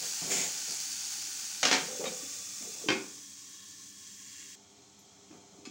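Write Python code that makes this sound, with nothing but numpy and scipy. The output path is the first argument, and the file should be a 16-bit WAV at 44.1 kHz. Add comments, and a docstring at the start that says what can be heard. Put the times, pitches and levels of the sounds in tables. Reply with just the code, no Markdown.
"""A bright sizzle: vegetable slices fry in oil in a metal pan in a small tiled kitchen.
Steam bubbles burst in the oil and larger droplets spit. A metal lid is picked up with a scrape,
clanks on the rim, ringing lid and pan, bumps along it and drops shut, muffling the sizzle.
Later the hiss falls suddenly to a quieter one, and a hand nudges the lid again."""
import sys
import numpy as np
from scipy import signal
from scipy.fft import rfft, irfft, next_fast_len
from scipy.io import wavfile
from scipy.ndimage import map_coordinates

SR = 44100
rng = np.random.default_rng(int(sys.argv[2]) if len(sys.argv) > 2 else 0)


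def inscribe(sig):
    """Save sig as 16-bit PCM at rate SR to the path in sys.argv[1].

    A 1-D sig is mono; a 2-D sig holds one channel per row.
    Samples are clipped to [-1, 1] before scaling.
    """
    pcm = np.round(np.clip(np.atleast_2d(sig).T, -1, 1) * 32767)
    wavfile.write(sys.argv[1], SR, pcm.astype(np.int16))


N = 251436

# sizzle spectrum, open pan: f/Hz, density/dB
OPEN_SPECTRUM = [(290, -60), (500, -40), (782, -14), (1140, -19.5), (1410, -10.5), (1830, -13.5),
                 (2520, -9), (3890, -8.5), (4430, -7), (6540, 2), (7440, -2), (11800, -19.5), (13600, -24),
                 (15100, -12), (15800, -8.5)]
# sizzle spectrum, covered pan: f/Hz, density/dB
COVERED_SPECTRUM = [(290, -55), (500, -20), (972, -41), (1070, -10), (1280, -30), (1710, -20),
                    (2450, -12.5), (3000, -30), (3220, -5), (3510, -14.5), (6260, 1), (7440, -1.5),
                    (11600, -25), (13500, -22.5), (15800, -12)]
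# single spits of oil: t/s, strength/dB
OIL_SPITS = [(0.5773, -23), (0.7096, -14), (0.8024, -14), (0.917, -16), (1.4685, -22)]


def amp(db):
    """Decibels to gain."""
    return 10 ** (np.asarray(db) / 20)


def unit(x):
    """Scale to rms 1."""
    return x / np.sqrt(np.mean(x ** 2) + 1e-20)


def along(points, hz):
    """Interpolate (f/Hz, value) points on a log axis."""
    f, values = np.transpose(points)
    return np.interp(np.log(hz + 1), np.log(f + 1), values)


def ramp(start_s, length_s):
    """Linear rise from 0 to 1."""
    return np.clip((np.arange(N) / SR - start_s) / length_s, 0, 1)


def wobble(knots_per_s):
    """Smooth random curve."""
    knots = rng.standard_normal(int(N * knots_per_s / SR) + 4)
    return map_coordinates(knots, [np.arange(N) * knots_per_s / SR])


def blend(a, b, share):
    """Equal-power fade from a to b."""
    return np.sqrt(1 - share) * a + np.sqrt(share) * b


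def add(track, at_s, sound):
    """Mix a sound into the track."""
    start = int(np.clip(round(at_s * SR), 0, N - 1))
    track[start:start + len(sound)] += sound[:N - start]


def pops(per_s, spread_db):
    """Random impulses, mostly small, a few large; rms 1."""
    happens = rng.random(N) < per_s / SR
    size = amp(spread_db * np.minimum(rng.exponential(size=N), 4.5))
    return unit(happens * size * np.sign(rng.standard_normal(N)))


def filtered(x, response):
    """Apply the gain response(f/Hz)."""
    size = next_fast_len(len(x) + 8192)
    hz = np.fft.rfftfreq(size, 1 / SR)
    return irfft(rfft(x, size) * response(hz), size)[:len(x)]


def coloured(x, spectrum):
    """Shape x by a (f/Hz, density/dB) spectrum; rms 1."""
    return unit(filtered(x, lambda hz: amp(along(spectrum, hz))))


def resonating(x, modes):
    """Parallel (f/Hz, width/Hz, level/dB) resonances of alternating sign; rms 1."""
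    def response(f):
        return sum((-1) ** k * amp(db) * 1j * f * width / (hz * hz - f * f + 1j * f * width)
                   for k, (hz, width, db) in enumerate(modes))
    return unit(filtered(x, response))


def ringing(modes, t, scatter_db):
    """Damped modes, with new strengths for each blow; starting rms 1."""
    hz, db, t60_s = np.transpose(modes)[:, :, None]
    gain = amp(db + scatter_db * rng.standard_normal(hz.shape))
    phase = 2 * np.pi * (hz * t + rng.random(hz.shape))
    decay = np.exp(-np.log(1000) * t / t60_s)
    return np.sum(gain * np.sin(phase) * decay, axis=0) / np.sqrt(np.sum(gain ** 2) / 2)


def kitchen(x, wet_db):
    """Add the reverberation of tiled walls; the treble dies first."""
    # room decay: f/Hz, t60/s
    decay_times = [(150, 0.49), (1000, 0.46), (5000, 0.32), (14000, .25)]
    hz, t, noise = signal.stft(rng.standard_normal(SR // 2), SR, nperseg=256)
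    decay = amp(-60 * t / along(decay_times, hz)[:, None])
    tail = signal.istft(noise * decay, SR, nperseg=256)[1]
    tail[:SR // 400] = 0  # 2.5 ms pre-delay
    return x + amp(wet_db) * signal.fftconvolve(x, tail / np.linalg.norm(tail))[:len(x)]


def background():
    """Low, steady murmur of stove and room."""
    # murmur spectrum: f/Hz, density/dB
    spectrum = [(25, -22), (60, -1.5), (100, 4), (165, -8), (200, 6), (232, -12), (275, 3.5), (315, -1),
                (345, -17.5), (395, -2), (450, -20.5), (900, -23.5), (2000, -74)]
    return amp(-63.5) * coloured(rng.standard_normal(N), spectrum)


def simmer():
    """Soft hiss with a trace of crisp sizzle; the pan's resonances hum faintly."""
    # quiet hiss: f/Hz, density/dB
    hiss_spectrum = [(290, -44), (500, -14), (687, -7.5), (1210, -14.5), (1320, -12), (1630, -21),
                     (2150, -16), (2910, -16.5), (3170, -12.5), (3720, -14), (4060, -16.5), (5820, -8),
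                     (7440, -8), (10100, -39), (15800, -43)]
    # pan resonances: f/Hz, width/Hz, level/dB
    hum_modes = [(400, 6.2, 7), (703, 14, -9), (743, 16, -10), (2330, 90, -19), (3300, 80, -12),
                 (4170, 90, -10.5)]
    hiss = coloured(kitchen(pops(per_s=8000, spread_db=3), wet_db=6), hiss_spectrum)
    crisp = coloured(pops(per_s=5000, spread_db=2.5), COVERED_SPECTRUM)
    hum = resonating(rng.standard_normal(N), hum_modes)
    return amp(-60.8) * hiss + amp(-66) * crisp + amp(-65) * hum


def chinks():
    """Two light touches ring small metal pieces."""
    # modes of the faint, high touch: f/Hz, level/dB, t60/s
    faint_modes = [(11000, -70, .12), (11500, -68, .1), (13050, -72, .25), (13700, -68, .12),
                   (7140, -54, .05)]
    # modes of the nearer touch: f/Hz, level/dB, t60/s
    near_modes = [(1180, -58, .25), (2210, -57, .25), (2568, -52, 0.22), (3370, -55, .2), (4150, -58, .2),
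                  (4300, -50, 0.13), (5050, -51, 0.2), (5329, -56, 0.16), (7100, -50, 0.2)]
    track, t = np.zeros(N), np.arange(SR // 3) / SR
    for at_s, modes in [(4.991, faint_modes), (5.653, near_modes)]:
        for hz, db, t60_s in modes:
            tone = np.sin(2 * np.pi * (hz * t + rng.random()))
            add(track, at_s, amp(db) * tone * np.exp(-np.log(1000) * t / t60_s))
    return track


def stroke(start_s, length_s, release_s):
    """Envelope of one rubbing stroke: quick grip, sagging hold, release."""
    grip_s, sag_db_per_s = .016, 25
    t = np.maximum(np.arange(N) / SR - start_s, 0)
    release = np.exp(-np.maximum(t - length_s, 0) / release_s)
    return ramp(start_s, grip_s) * amp(-sag_db_per_s * t) * release


def lid_drag():
    """The dragged lid catches on tiny bumps: its edge rasps, its dome rumbles."""
    # strokes over metal: t/s, length/s, rasp/dB, rumble/dB
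    strokes = [(0.0, .04, -49, -50), (.21, .09, -44, -44.5), (.297, .15, -30, -41.5),
               (.672, .04, -46, -54.5), (1.77, .1, -60, -49), (2.03, .06, -60, -46),
               (2.61, .04, -50, -52.5), (2.74, .14, -66, -55.5), (5.305, .07, -66, -57),
               (5.52, .17, -70, -63)]
    # edge rasp: f/Hz, density/dB
    rasp_spectrum = [(590, -51), (1000, -23.5), (1410, -16), (1760, -7.5), (1860, -11.5), (2240, 2),
                     (2790, -12), (3060, -8), (3990, -9.5), (5330, -6.5), (7450, 3), (8260, -8),
                     (11500, -20), (13600, -28), (15800, -9.5)]
    # edge resonances: f/Hz, width/Hz, level/dB
    edge_modes = [(2315, 45, -1.5), (2270, 130, 3.5), (5430, 80, -1.5), (6520, 67, 8), (7660, 14, -9),
                  (8040, 47, -7)]
    # dome resonances: f/Hz, width/Hz, level/dB
    dome_modes = [(174, 34, -1), (222, 47, -3.5), (269, 43, -0.5), (402, 30, -3.5), (475, 41, -1.5),
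                  (711, 58, -5), (842, 63, -8), (1240, 270, -17)]
    rasp_gain = sum(amp(db) * stroke(s, length, release_s=.04) for s, length, db, _ in strokes)
    rumble_gain = sum(amp(db) * stroke(s, length, release_s=.08) for s, length, _, db in strokes)
    catches = kitchen(pops(per_s=2500, spread_db=3.5), wet_db=1.5)
    rasp = coloured(catches, rasp_spectrum) + amp(-4.2) * resonating(catches, edge_modes)
    rumble = resonating(kitchen(pops(per_s=330, spread_db=2), wet_db=0), dome_modes)
    held_gain = amp(-70) * (1 - ramp(start_s=3, length_s=.3))  # until the hand lets go
    return rasp_gain * rasp + np.hypot(rumble_gain, held_gain) * rumble


def lid_slide():
    """Stick-slip on the rim: the dome groans, the edge squeaks once."""
    # slides on the rim: t/s, length/s, groan/dB
    strokes = [(1.875, .11, -46), (1.995, .1, -39.5), (2.16, .25, -61)]
    # dome resonances: f/Hz, width/Hz, level/dB
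    dome_modes = [(242, 29, -8.5), (401, 41, -9.5), (510, 42, -1.5), (586, 30, -5), (780, 49, -12)]
    # edge resonances: f/Hz, width/Hz, level/dB
    edge_modes = [(1166, 34, -5), (2310, 33, -5), (2450, 28, -6), (3090, 50, -8), (3752, 33, 0.5),
                  (4400, 150, -14)]
    groan_gain = sum(amp(db) * stroke(s, length, release_s=.035) for s, length, db in strokes)
    squeak_gain = amp(-39.5) * stroke(start_s=2.048, length_s=.03, release_s=.022)
    groan = resonating(pops(per_s=900, spread_db=1), dome_modes)
    squeak = resonating(pops(per_s=2200, spread_db=0), edge_modes)
    return groan_gain * groan + squeak_gain * squeak


def lid_bumps():
    """Low, hand-damped knocks on the rim flex the lid's dome; each rebounds once."""
    # soft knocks: t/s, level/dB, f/Hz
    knocks = [(0.218, -36, 165), (1.994, -24.5, 425), (2.041, -22.5, 500), (2.229, -36.5, 284),
              (2.607, -41.5, 273), (2.673, -36, 420), (2.839, -31, 435), (2.861, -29, 320),
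              (2.887, -17.5, 395), (2.903, -14.7, 300), (2.975, -28.5, 400), (5.306, -38, 293),
              (5.585, -40.5, 293), (5.672, -30, 283)]
    dome_hz, rebound_s, rebound_db = 235, .023, -7
    track, t = np.zeros(N), np.arange(SR // 2) / SR
    attack = 1 - np.exp(-t / .0028)
    dome = amp(-14.5) * np.sin(2 * np.pi * dome_hz * t) * np.exp(-t / .0087)
    for at_s, db, hz in knocks:
        rim = np.sin(2 * np.pi * hz * t) * np.exp(-t / .0068)
        knock = amp(db) * (rim + dome) * attack
        for delay_s, gain in [(0, 1), (rebound_s, amp(rebound_db))]:
            add(track, at_s + delay_s, kitchen(gain * knock, wet_db=-5.5))
    return track


def contact(clash_db, tilt_db_per_octave, pan_db):
    """One metal blow: a short crack, a clash of fine modes, the ring of lid and pan."""
    # crowd of fine modes: f/Hz, density/dB
    clash_spectrum = [(71, -45), (120, -25), (266, -4.5), (340, -7), (566, -6), (627, -9.5), (753, -4),
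                      (982, -10), (1200, -6.5), (2010, -4), (2180, -5), (3700, -4), (6420, -2),
                      (12300, -38.5), (15800, -41)]
    # crack of the whole rim landing: f/Hz, density/dB
    crack_spectrum = [(350, -43), (600, -10.5), (944, -6.5), (1130, -0.5), (1340, -10), (1470, 3),
                      (2020, -14), (2420, 8), (2830, -18), (3140, -6), (3590, -6), (4410, -15), (4660, -9),
                      (5660, -20), (9000, -40), (11700, -59), (19800, -120)]
    # modes of the held lid: f/Hz, level/dB, t60/s
    lid_modes = [(275, -6, .45), (390, -11, .3), (522, -11, .3), (743, -2, .35), (888, -6, .4),
                 (1233, -7, .35), (1384, -10, .4), (1534, -7, .3), (1615, -7, .35), (2130, -6, .45),
                 (2218, -4, .33), (2315, -1, .38), (2449, -6, .3), (2573, -5, .3), (2632, -3, .35),
                 (2820, -5, .35), (3122, -3, .35), (3342, 0, .27), (3898, -6, .3), (4210, -7, .3),
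                 (4339, -3, .3), (4597, -6, .28), (4867, -4, .28), (5410, -4, .28), (5663, -5, .28),
                 (5868, -5, .28), (6336, -2, .3), (6627, -5, .28), (7305, -6, .25)]
    # modes of the pan with the lid on: f/Hz, level/dB, t60/s
    pan_modes = [(135.7, -10.5, 0.425), (299, 2.5, 0.18), (386.8, 1, .29), (440.4, -10, .25),
                 (525, -9.5, 0.34), (811, -13, 0.33), (1108, -5, 0.27), (1110, -11, .18), (1270, -14, 0.21),
                 (1515, -5.5, 0.15), (1600, -6, 0.13), (1700, -8, 0.2), (1894, -10.5, 0.26),
                 (2148, -6.5, 0.25), (2320, -9, .25), (2400, -11, 0.24), (2500, -7, 0.24), (2603, -8, 0.22),
                 (3150, -1, 0.098), (3140, -7, .18), (3320, -14, 0.2), (3560, -14, 0.13), (3780, -20, .3),
                 (4366, -16, 0.17), (4690, -14, 0.22), (4740, -9, 0.27), (5500, -14.5, 0.23)]
    t = np.arange(SR * 3 // 4) / SR
    tilted = [(hz, db + tilt_db_per_octave * np.log2(hz / 2000)) for hz, db in clash_spectrum]
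    clash_fade = np.exp(-t / .006) + amp(-11) * np.exp(-t / .025)
    clash = amp(clash_db) * clash_fade * coloured(rng.standard_normal(len(t)), tilted)
    crack_fade = np.exp(-t / .0054)
    crack = amp(pan_db + 2.5) * crack_fade * coloured(rng.standard_normal(len(t)), crack_spectrum)
    lid_ring = amp(clash_db - 9.3) * ringing(lid_modes, t, scatter_db=.5)
    pan_ring = amp(pan_db) * ringing(pan_modes, t, scatter_db=1.5)
    attack = 1 - np.exp(-t / .00043)
    return kitchen(clash + crack, wet_db=-2.8) + (lid_ring + pan_ring) * attack


def lid_clanks():
    """The lid strikes the rim and rocks from side to side, ever faster, dying away."""
    # strikes: t/s, first flight/s, clash/dB, clash tilt/(dB/octave), pan ring/dB
    strikes = [(1.630, .022, -21.2, -0.9, -42), (1.713, .014, -22, -1.3, -42),
               (2.040, .016, -40.5, -4, -50), (2.886, .017, -32.4, -1.3, -23.4),
               (5.311, .018, -63, -4, -65), (5.653, .007, -50, 4, -57)]
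    # one side, the other side, two rattles: clash offset/dB
    rocking_db = [0, 0.3, -7, -9.5]
    flight_ratio, pan_loss_db = .78, 5.5  # per contact
    track = np.zeros(N)
    for at_s, flight_s, clash_db, tilt, pan_db in strikes:
        for k, offset_db in enumerate(rocking_db):
            add(track, at_s, contact(clash_db + offset_db, tilt, pan_db - pan_loss_db * k))
            at_s += flight_s * flight_ratio ** k
    return track


def ajar(table):
    """A gap at the lid raises the lower resonances of the air under it."""
    pitch_ratio, below_hz = 1.065, 5000
    return [(hz * pitch_ratio if hz < below_hz else hz, *rest) for hz, *rest in table]


def trapped_air(cover, shut):
    """Bubbles ring the air under the lid, more strongly as it covers the pan."""
    # cavity resonances, lid shut: f/Hz, width/Hz, level/dB
    air_modes = [(1086, 52, -6.5), (1767, 40, -0.5), (2806, 140, -7.5), (3336, 97, -0.5), (3814, 35, -0.5),
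                 (4130, 22, 0), (4650, 31, 2.5)]
    bubbles = pops(per_s=3000, spread_db=1)
    ring = blend(resonating(bubbles, ajar(air_modes)), resonating(bubbles, air_modes), shut)
    return cover * amp(-60 + 2.3 * wobble(10)) * ring


def steam(pressure):
    """Steam escapes at the rim as pressure builds."""
    # resonances of the escaping steam: f/Hz, width/Hz, level/dB
    modes = [(1664, 32, -0.5), (1910, 100, -1.5), (2220, 130, -2), (2400, 97, -6), (2770, 120, 1),
             (3320, 70, 0.5), (4220, 60, -6), (6300, 270, 2), (7300, 400, 3)]
    gain = pressure * amp(-55 + 1.8 * wobble(20))
    return gain * resonating(pops(per_s=1900, spread_db=3.5), modes)


def splutter(sizzle_db, cover):
    """Oil splutters round the uncovered slices and flares after each spit."""
    # splutter resonances: f/Hz, width/Hz, level/dB
    modes = [(4470, 280, 0.43), (4850, 320, -0.73), (5820, 520, -2.8)]
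    flare_db, flare_s = -25, .03
    t = np.arange(N) / SR
    flares = sum(amp(db + flare_db) * (t > s) * np.exp(-np.abs(t - s) / flare_s) for s, db in OIL_SPITS)
    steady = (1 - cover) * amp(sizzle_db - 9.6 + 2.2 * wobble(17.1))
    return np.hypot(steady, flares) * resonating(pops(per_s=1400, spread_db=2), modes)


def spits():
    """Larger droplets burst, one sharp snap each."""
    impulses = np.zeros(N)
    for at_s, db in OIL_SPITS:
        add(impulses, at_s, amp([db]))
    snaps = filtered(impulses, lambda hz: amp(along(OPEN_SPECTRUM, hz) + 6))
    return kitchen(snaps, wet_db=-5.5)


def muffled_bubbles(spectrum):
    """Bursts under the lid, smeared by many reflections."""
    return coloured(kitchen(pops(per_s=7000, spread_db=3), wet_db=-1.5), spectrum)


def sizzle():
    """Thousands of tiny steam bubbles burst in the oil; the lid dulls them and lets steam build up."""
    # lid position: t/s, share of the pan covered/0-1
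    coverage = [(1.6, 0.05), (2.1, 0.65), (2.87, 0.73), (2.95, 0.8)]
    start_db, settle_db_per_s = -35.2, 2.2
    shut_at_s, seal_s, seal_loss_db = 2.78, .2, 6.2
    steam_lift_db = 1.8  # escaping steam carries more sizzle out
    t = np.arange(N) / SR
    cover = np.clip(np.interp(t, *np.transpose(coverage)), 0, 1)
    shut = 1 - np.exp(-np.maximum(t - shut_at_s, 0) / seal_s)
    pressure = ramp(start_s=3.95, length_s=.4)
    level_db = start_db - settle_db_per_s * t - seal_loss_db * shut + steam_lift_db * pressure
    bubbles = kitchen(pops(per_s=6000, spread_db=2.5), wet_db=-5.5)
    open_pan = amp(-.5) * coloured(bubbles, OPEN_SPECTRUM)
    covered_pan = blend(muffled_bubbles(ajar(COVERED_SPECTRUM)), muffled_bubbles(COVERED_SPECTRUM), shut)
    escaping = steam(pressure)
    frying = amp(level_db + .28 * wobble(30)) * blend(open_pan, covered_pan, cover)
    return frying + trapped_air(cover, shut) + splutter(level_db, cover) + escaping


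def scene():
    """Heard from one point above the pan; the sizzle drops abruptly to the simmer."""
    hush_at_s, fade_s = 4.555, .0066
    hushed = ramp(hush_at_s - fade_s / 2, fade_s)
    food = (1 - hushed) * sizzle() + hushed * simmer() + spits()
    lid = lid_drag() + lid_clanks() + lid_bumps() + lid_slide()
    mono = food + lid + chinks() + background()
    return np.array([mono, mono])


def record(dry):
    """The microphone thins the bass and passes nothing above its band limit."""
    low_hz, top_hz = 109, 15800
    thin = signal.sosfilt(signal.butter(3, low_hz, "highpass", fs=SR, output="sos"), dry)
    return np.array([filtered(channel, lambda hz: hz < top_hz) for channel in thin])


dry = scene()
out = record(dry)
inscribe(out)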